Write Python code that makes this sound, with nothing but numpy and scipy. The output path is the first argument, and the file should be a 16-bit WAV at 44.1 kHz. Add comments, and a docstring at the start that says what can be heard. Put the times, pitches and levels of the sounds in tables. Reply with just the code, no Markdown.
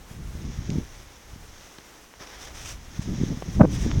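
"""First you hear winter clothes rustling over a faint hiss, and low bumps of air on the microphone.
The fabric slides in many tiny slips, and clothing and gear give a few small ticks.
From about two seconds in, a boot pushes through soft snow close by: clumps crumble, powder swishes.
Near the end, one hard, fluttering gust briefly overloads the microphone."""
import sys
import numpy as np
from scipy import signal
from scipy.fft import rfft, irfft
from scipy.io import wavfile
from scipy.ndimage import uniform_filter1d

SR = 44100
rng = np.random.default_rng(int(sys.argv[2]) if len(sys.argv) > 2 else 0)


def materialize(psi):
    """Save the field psi as 16-bit PCM at rate SR to the path in sys.argv[1].

    A 1-D psi becomes a single channel; in a 2-D psi each row is a channel.
    """
    bounded = np.clip(np.atleast_2d(psi).T, -1, 1)
    quanta = np.round(bounded * 32767).astype(np.int16)
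    wavfile.write(sys.argv[1], SR, quanta)


N = 176400
T = np.arange(N) / SR

# How loud the clothes rustle: time_s, level_db
RUSTLE_LEVEL = [(0, -61.5), (.33, -56.5), (.46, -50), (.72, -48), (.88, -52.5), (1.4, -57), (1.62, -52.5),
                (2.1, -59), (2.5, -52), (2.86, -54), (2.97, -48.5), (3.08, -48.5), (3.24, -43.5),
                (3.34, -49), (3.53, -48.5), (3.66, -50.5), (3.75, -45.5), (3.88, -42), (4, -44.5)]
# Tone of the sliding fabric: pitch_hz, level_db
CLOTH_TONE = [(200, -4.5), (900, -1.5), (1500, -2), (2000, 1), (2700, -6), (3500, -1.5), (4400, -8.5),
              (5700, 1.5), (6500, -0.5), (7800, -19), (10000, -33.5), (16000, -59.5)]
# Tone of the background hiss: pitch_hz, level_db
HISS_TONE = [(60, -17), (100, -4), (300, 0), (500, -2), (1000, -4), (2100, -8.5), (2800, -10), (4400, -14),
             (5900, -12), (8000, -15), (12000, -20.5), (16000, -20), (17500, -25)]
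# How hard the air hits the microphone: time_s, level_db
WIND_LEVEL = [(0, -52), (.09, -55), (.16, -40.5), (.2, -36), (.27, -36.5), (.38, -39), (.47, -31.5),
              (.55, -39.5), (.6, -32), (.66, -39.5), (.71, -27), (.785, -28.5), (.87, -49), (1.0, -49),
              (1.15, -60), (1.37, -48.5), (1.58, -53), (1.72, -70), (2.12, -68), (2.4, -53), (2.72, -42.5),
              (2.86, -47.5), (3.04, -40.5), (3.08, -28.5), (3.13, -26), (3.17, -33.5), (3.21, -24.5),
              (3.26, -34), (3.325, -23.5), (3.36, -41.5), (3.44, -43), (3.48, -30.5), (3.54, -35.5),
              (3.58, -21.5), (3.68, -25), (3.78, -28), (3.86, -23), (3.92, -27.5), (4, -21)]
# How strong fast swirls of air are next to slow ones: time_s, balance_db
FAST_SWIRL_BALANCE = [(0, 5), (.25, -12), (.45, -0.5), (.6, -6.5), (.7, 3), (.8, 6), (.9, -11), (1.6, -27),
                      (2.8, -10.5), (3.1, 3.5), (3.3, 9), (3.45, 2.5), (3.75, -0.5), (4, -2)]
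# Tones of the slow, the fast and the deepest swirls: pitch_hz, level_db
SLOW_SWIRL_TONE = [(20, -24), (45, 5), (80, 4.5), (130, -2), (220, -16.5), (400, -23.5), (900, -77)]
FAST_SWIRL_TONE = [(30, -30), (90, -0.5), (160, 5.5), (260, -4), (380, -11), (560, -23.5), (900, -30),
                   (2000, -108)]
DEEP_SWIRL_TONE = [(6, -11), (18, 12.5), (40, 14.5), (62, 13), (90, -19), (200, -67)]
# Single bumps of air: middle_s, peak_db, pitch_hz
AIR_BUMPS = [(0.115, -32.5, 118), (0.353, -31.5, 197), (0.591, -20, 93), (0.696, -18, 144),
             (.758, -19, 176), (.785, -13.5, 151), (1.338, -34.5, 79), (1.362, -35, 153),
             (1.787, -37.5, 228), (2.21, -37.5, 157), (2.995, -17, 120), (3.214, -18.5, 175),
             (3.237, -12, 177), (3.375, -26, 152), (3.424, -26, 350), (3.572, -20, 112), (3.864, -15, 200),
             (3.977, -14.5, 68.4)]
# Ticks of clothing and gear: start_s, peak_db, pitch_hz, fade_s
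GEAR_TICKS = [(.703, -23, 5200, .0014), (1.61, -37, 3500, .0015), (1.785, -32, 2600, .0025),
              (2.139, -34, 1500, .0005), (2.506, -35, 1700, .001), (3.423, -26, 1100, .003),
              (3.915, -19, 2300, .0002)]
# Pushes of the boot through snow: start_s, length_s, level_db, powder_db (added to level_db)
BOOT_PUSHES = [(2.189, 0.058, -43, -21), (2.251, 0.24, -47, -11), (2.393, 0.071, -58, 9.5),
               (2.536, 0.11, -46, 0.5), (2.64, 0.096, -47.5, 4.5), (3.008, 0.027, -48.5, 4),
               (3.517, 0.047, -56, 5), (3.7, 0.073, -48, 3.5), (3.773, 0.092, -50, 3.5)]
# Tones of breaking clumps and of loose powder: pitch_hz, level_db
CRUNCH_TONE = [(100, -18), (300, 0.5), (800, -0.5), (2000, -1), (2700, -8.5), (3500, -3.5), (4300, -11),
               (5800, -2), (8000, -23.5), (16000, -26.5)]
POWDER_TONE = [(800, -64), (2500, -6.5), (3500, -8), (4300, -16), (5900, -2), (7300, -10.5), (9000, -14.5),
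               (10500, -22.5), (16000, -26)]
# Blows that make up the hard gust: peak_s, level_db, rise_s, fall_s, pitch_hz, rasp_db (added to level_db)
GUST_BLOWS = [(3.600, -14, 0.0046, 0.0036, 250, -14), (3.6146, -3, 0.0083, 0.0064, 238, -7.5),
              (3.635, -13.5, 0.0036, 0.0055, 230, -7), (3.645, -14, 0.0015, 0.0036, 242, -8.5),
              (3.651, -16.5, 0.0012, 0.0031, 258, 1.5)]
# Tone of the gust's rough rasp: pitch_hz, level_db
RASP_TONE = [(100, -18), (330, -33), (470, 7.5), (700, 1), (970, -6.5), (1240, -14.5), (1510, -12.5),
             (1750, -27.5), (2400, -31.5), (3200, -50), (4000, -55), (8000, -91)]


def gain(db):
    """Turns decibels into a number to multiply by."""
    return 10 ** (np.asarray(db) / 20)


def normalise(x):
    """Scales x to an average strength (rms) of 1."""
    return x / np.sqrt(np.mean(x ** 2) + 1e-20)


def curve(points):
    """Joins (time_s, value) points with straight lines."""
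    return np.interp(T, *np.transpose(points))


def with_tone(x, tone):
    """Shapes the lows and highs of x by a tone table, at strength 1."""
    hz, db = np.transpose(tone)
    freqs = np.fft.rfftfreq(len(x), 1 / SR)
    gains = gain(np.interp(np.log(freqs + 1), np.log(hz), db))
    return normalise(irfft(rfft(x) * gains, len(x)))


def drift(rate_hz):
    """A smooth random wobble, at strength 1."""
    freqs = np.fft.rfftfreq(N, 1 / SR)
    return normalise(irfft(rfft(rng.standard_normal(N)) * np.exp(-(freqs / rate_hz) ** 2), N))


def grains(per_s, spread_db):
    """Tiny random clicks, a few much louder than the rest."""
    size = gain(spread_db * np.minimum(rng.exponential(1, N), 5))
    return rng.standard_normal(N) * size * (rng.random(N) < per_s / SR)


def swirls(tone, steadiness):
    """The noise of swirling air; steadiness, from 0 to 1, evens out its loudness."""
    noise = with_tone(rng.standard_normal(N), tone)
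    power = uniform_filter1d(uniform_filter1d(noise ** 2, size=2200), size=2200)
    return normalise(noise / (power + 1e-6) ** (steadiness / 2))


def clothes():
    """Fabric slides in many uneven little slips."""
    slips = with_tone(grains(per_s=12000, spread_db=1.33), CLOTH_TONE)
    return gain(curve(RUSTLE_LEVEL) + 0.93 * drift(rate_hz=28)) * slips


def hiss(level_db=-52):
    """A faint background hiss that wavers slightly."""
    return gain(level_db + 1.2 * drift(rate_hz=10)) * with_tone(rng.standard_normal(N), HISS_TONE)


def wind():
    """Slow and fast swirls of air brush the microphone, over a deep rumble."""
    wind_db, fast_gain = curve(WIND_LEVEL), gain(curve(FAST_SWIRL_BALANCE))
    slow = swirls(SLOW_SWIRL_TONE, steadiness=0.28)
    fast = swirls(FAST_SWIRL_TONE, steadiness=1.0)
    blend = (slow + fast_gain * fast) / np.sqrt(1 + fast_gain ** 2)
    rumble_db = -22 + 0.55 * wind_db  # rises and falls less than the wind does
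    return gain(wind_db) * blend + gain(rumble_db) * swirls(DEEP_SWIRL_TONE, steadiness=0.17)


def air_bumps():
    """Each big swirl pulls once and pushes once on the microphone."""
    out = np.zeros(N)
    for middle_s, peak_db, pitch_hz in AIR_BUMPS:
        phase = 2 * np.pi * pitch_hz * (T - middle_s)
        out += gain(peak_db) * phase * np.exp((1 - phase ** 2) / 2)
    return out


def gear_ticks(grit=0.18, muffle_hz=7100):
    """Clothing and gear tick: a snap with a short gritty tail, muffled by cloth."""
    out = np.zeros(N)
    for start_s, peak_db, pitch_hz, fade_s in GEAR_TICKS:
        fade = (T >= start_s) * np.exp(-np.minimum(abs(T - start_s) / fade_s, 20))
        burst = grit * rng.standard_normal(N) * fade
        burst[round(start_s * SR)] = 1  # the snap
        band_hz = [pitch_hz * 0.36, pitch_hz * 1.38]
        tick = signal.lfilter(*signal.butter(2, band_hz, "band", fs=SR), burst)
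        tick = signal.lfilter(*signal.butter(4, muffle_hz, fs=SR), tick)
        out += gain(peak_db) * tick / abs(tick).max()
    return out


def boot_in_snow(rise_s=0.019, fade_s=0.018):
    """Clumps of snow crystals break under the boot while loose powder sprays off."""
    crunch_power, powder_power = np.zeros((2, N))
    for start_s, length_s, level_db, powder_db in BOOT_PUSHES:
        rise = np.clip((T - start_s) / rise_s, 0, 1)
        fade = np.exp(-np.maximum(T - start_s - length_s + fade_s / 2, 0) / fade_s)
        crunch_power += (gain(level_db) * rise * fade) ** 2
        powder_power += (gain(level_db + powder_db) * rise * fade) ** 2
    clumps = gain(1.24 * drift(rate_hz=47))
    crunch = with_tone(grains(per_s=18000, spread_db=2.1), CRUNCH_TONE)
    powder = with_tone(grains(per_s=16000, spread_db=2.5), POWDER_TONE)
    return clumps * (np.sqrt(crunch_power) * crunch + np.sqrt(powder_power) * powder)


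def hard_gust():
    """Air flutters hard against the microphone in a few quick, rough blows."""
    out = np.zeros(N)
    rasp, wobble = swirls(RASP_TONE, steadiness=0.9), drift(rate_hz=110)
    for peak_s, level_db, rise_s, fall_s, pitch_hz, rasp_db in GUST_BLOWS:
        cycles = np.cumsum(pitch_hz * (1 + 0.16 * wobble)) / SR
        flutter = np.sqrt(2) * np.sin(2 * np.pi * (cycles - np.interp(peak_s, T, cycles)))
        from_peak = np.maximum((peak_s - T) / rise_s, (T - peak_s) / fall_s)
        swell = np.exp(-np.minimum(from_peak ** 2, 20))
        out += gain(level_db) * swell * (flutter + gain(rasp_db) * rasp)
    return out


def scene():
    """Adds all the sounds into one channel."""
    return (clothes() + hiss() + wind() + air_bumps() + gear_ticks() + boot_in_snow() + hard_gust())[None]


def record(dry):
    """Overload flattens the tallest peaks, then the very highest pitches are cut."""
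    excess = dry - np.clip(dry, -1, 1)
    flattened = dry - uniform_filter1d(excess, size=9)
    treble_cut = signal.firwin(511, cutoff=17200, window=("kaiser", 9), fs=SR)
    return signal.oaconvolve(flattened, treble_cut[None], "same")


dry = scene()
out = record(dry)
materialize(out)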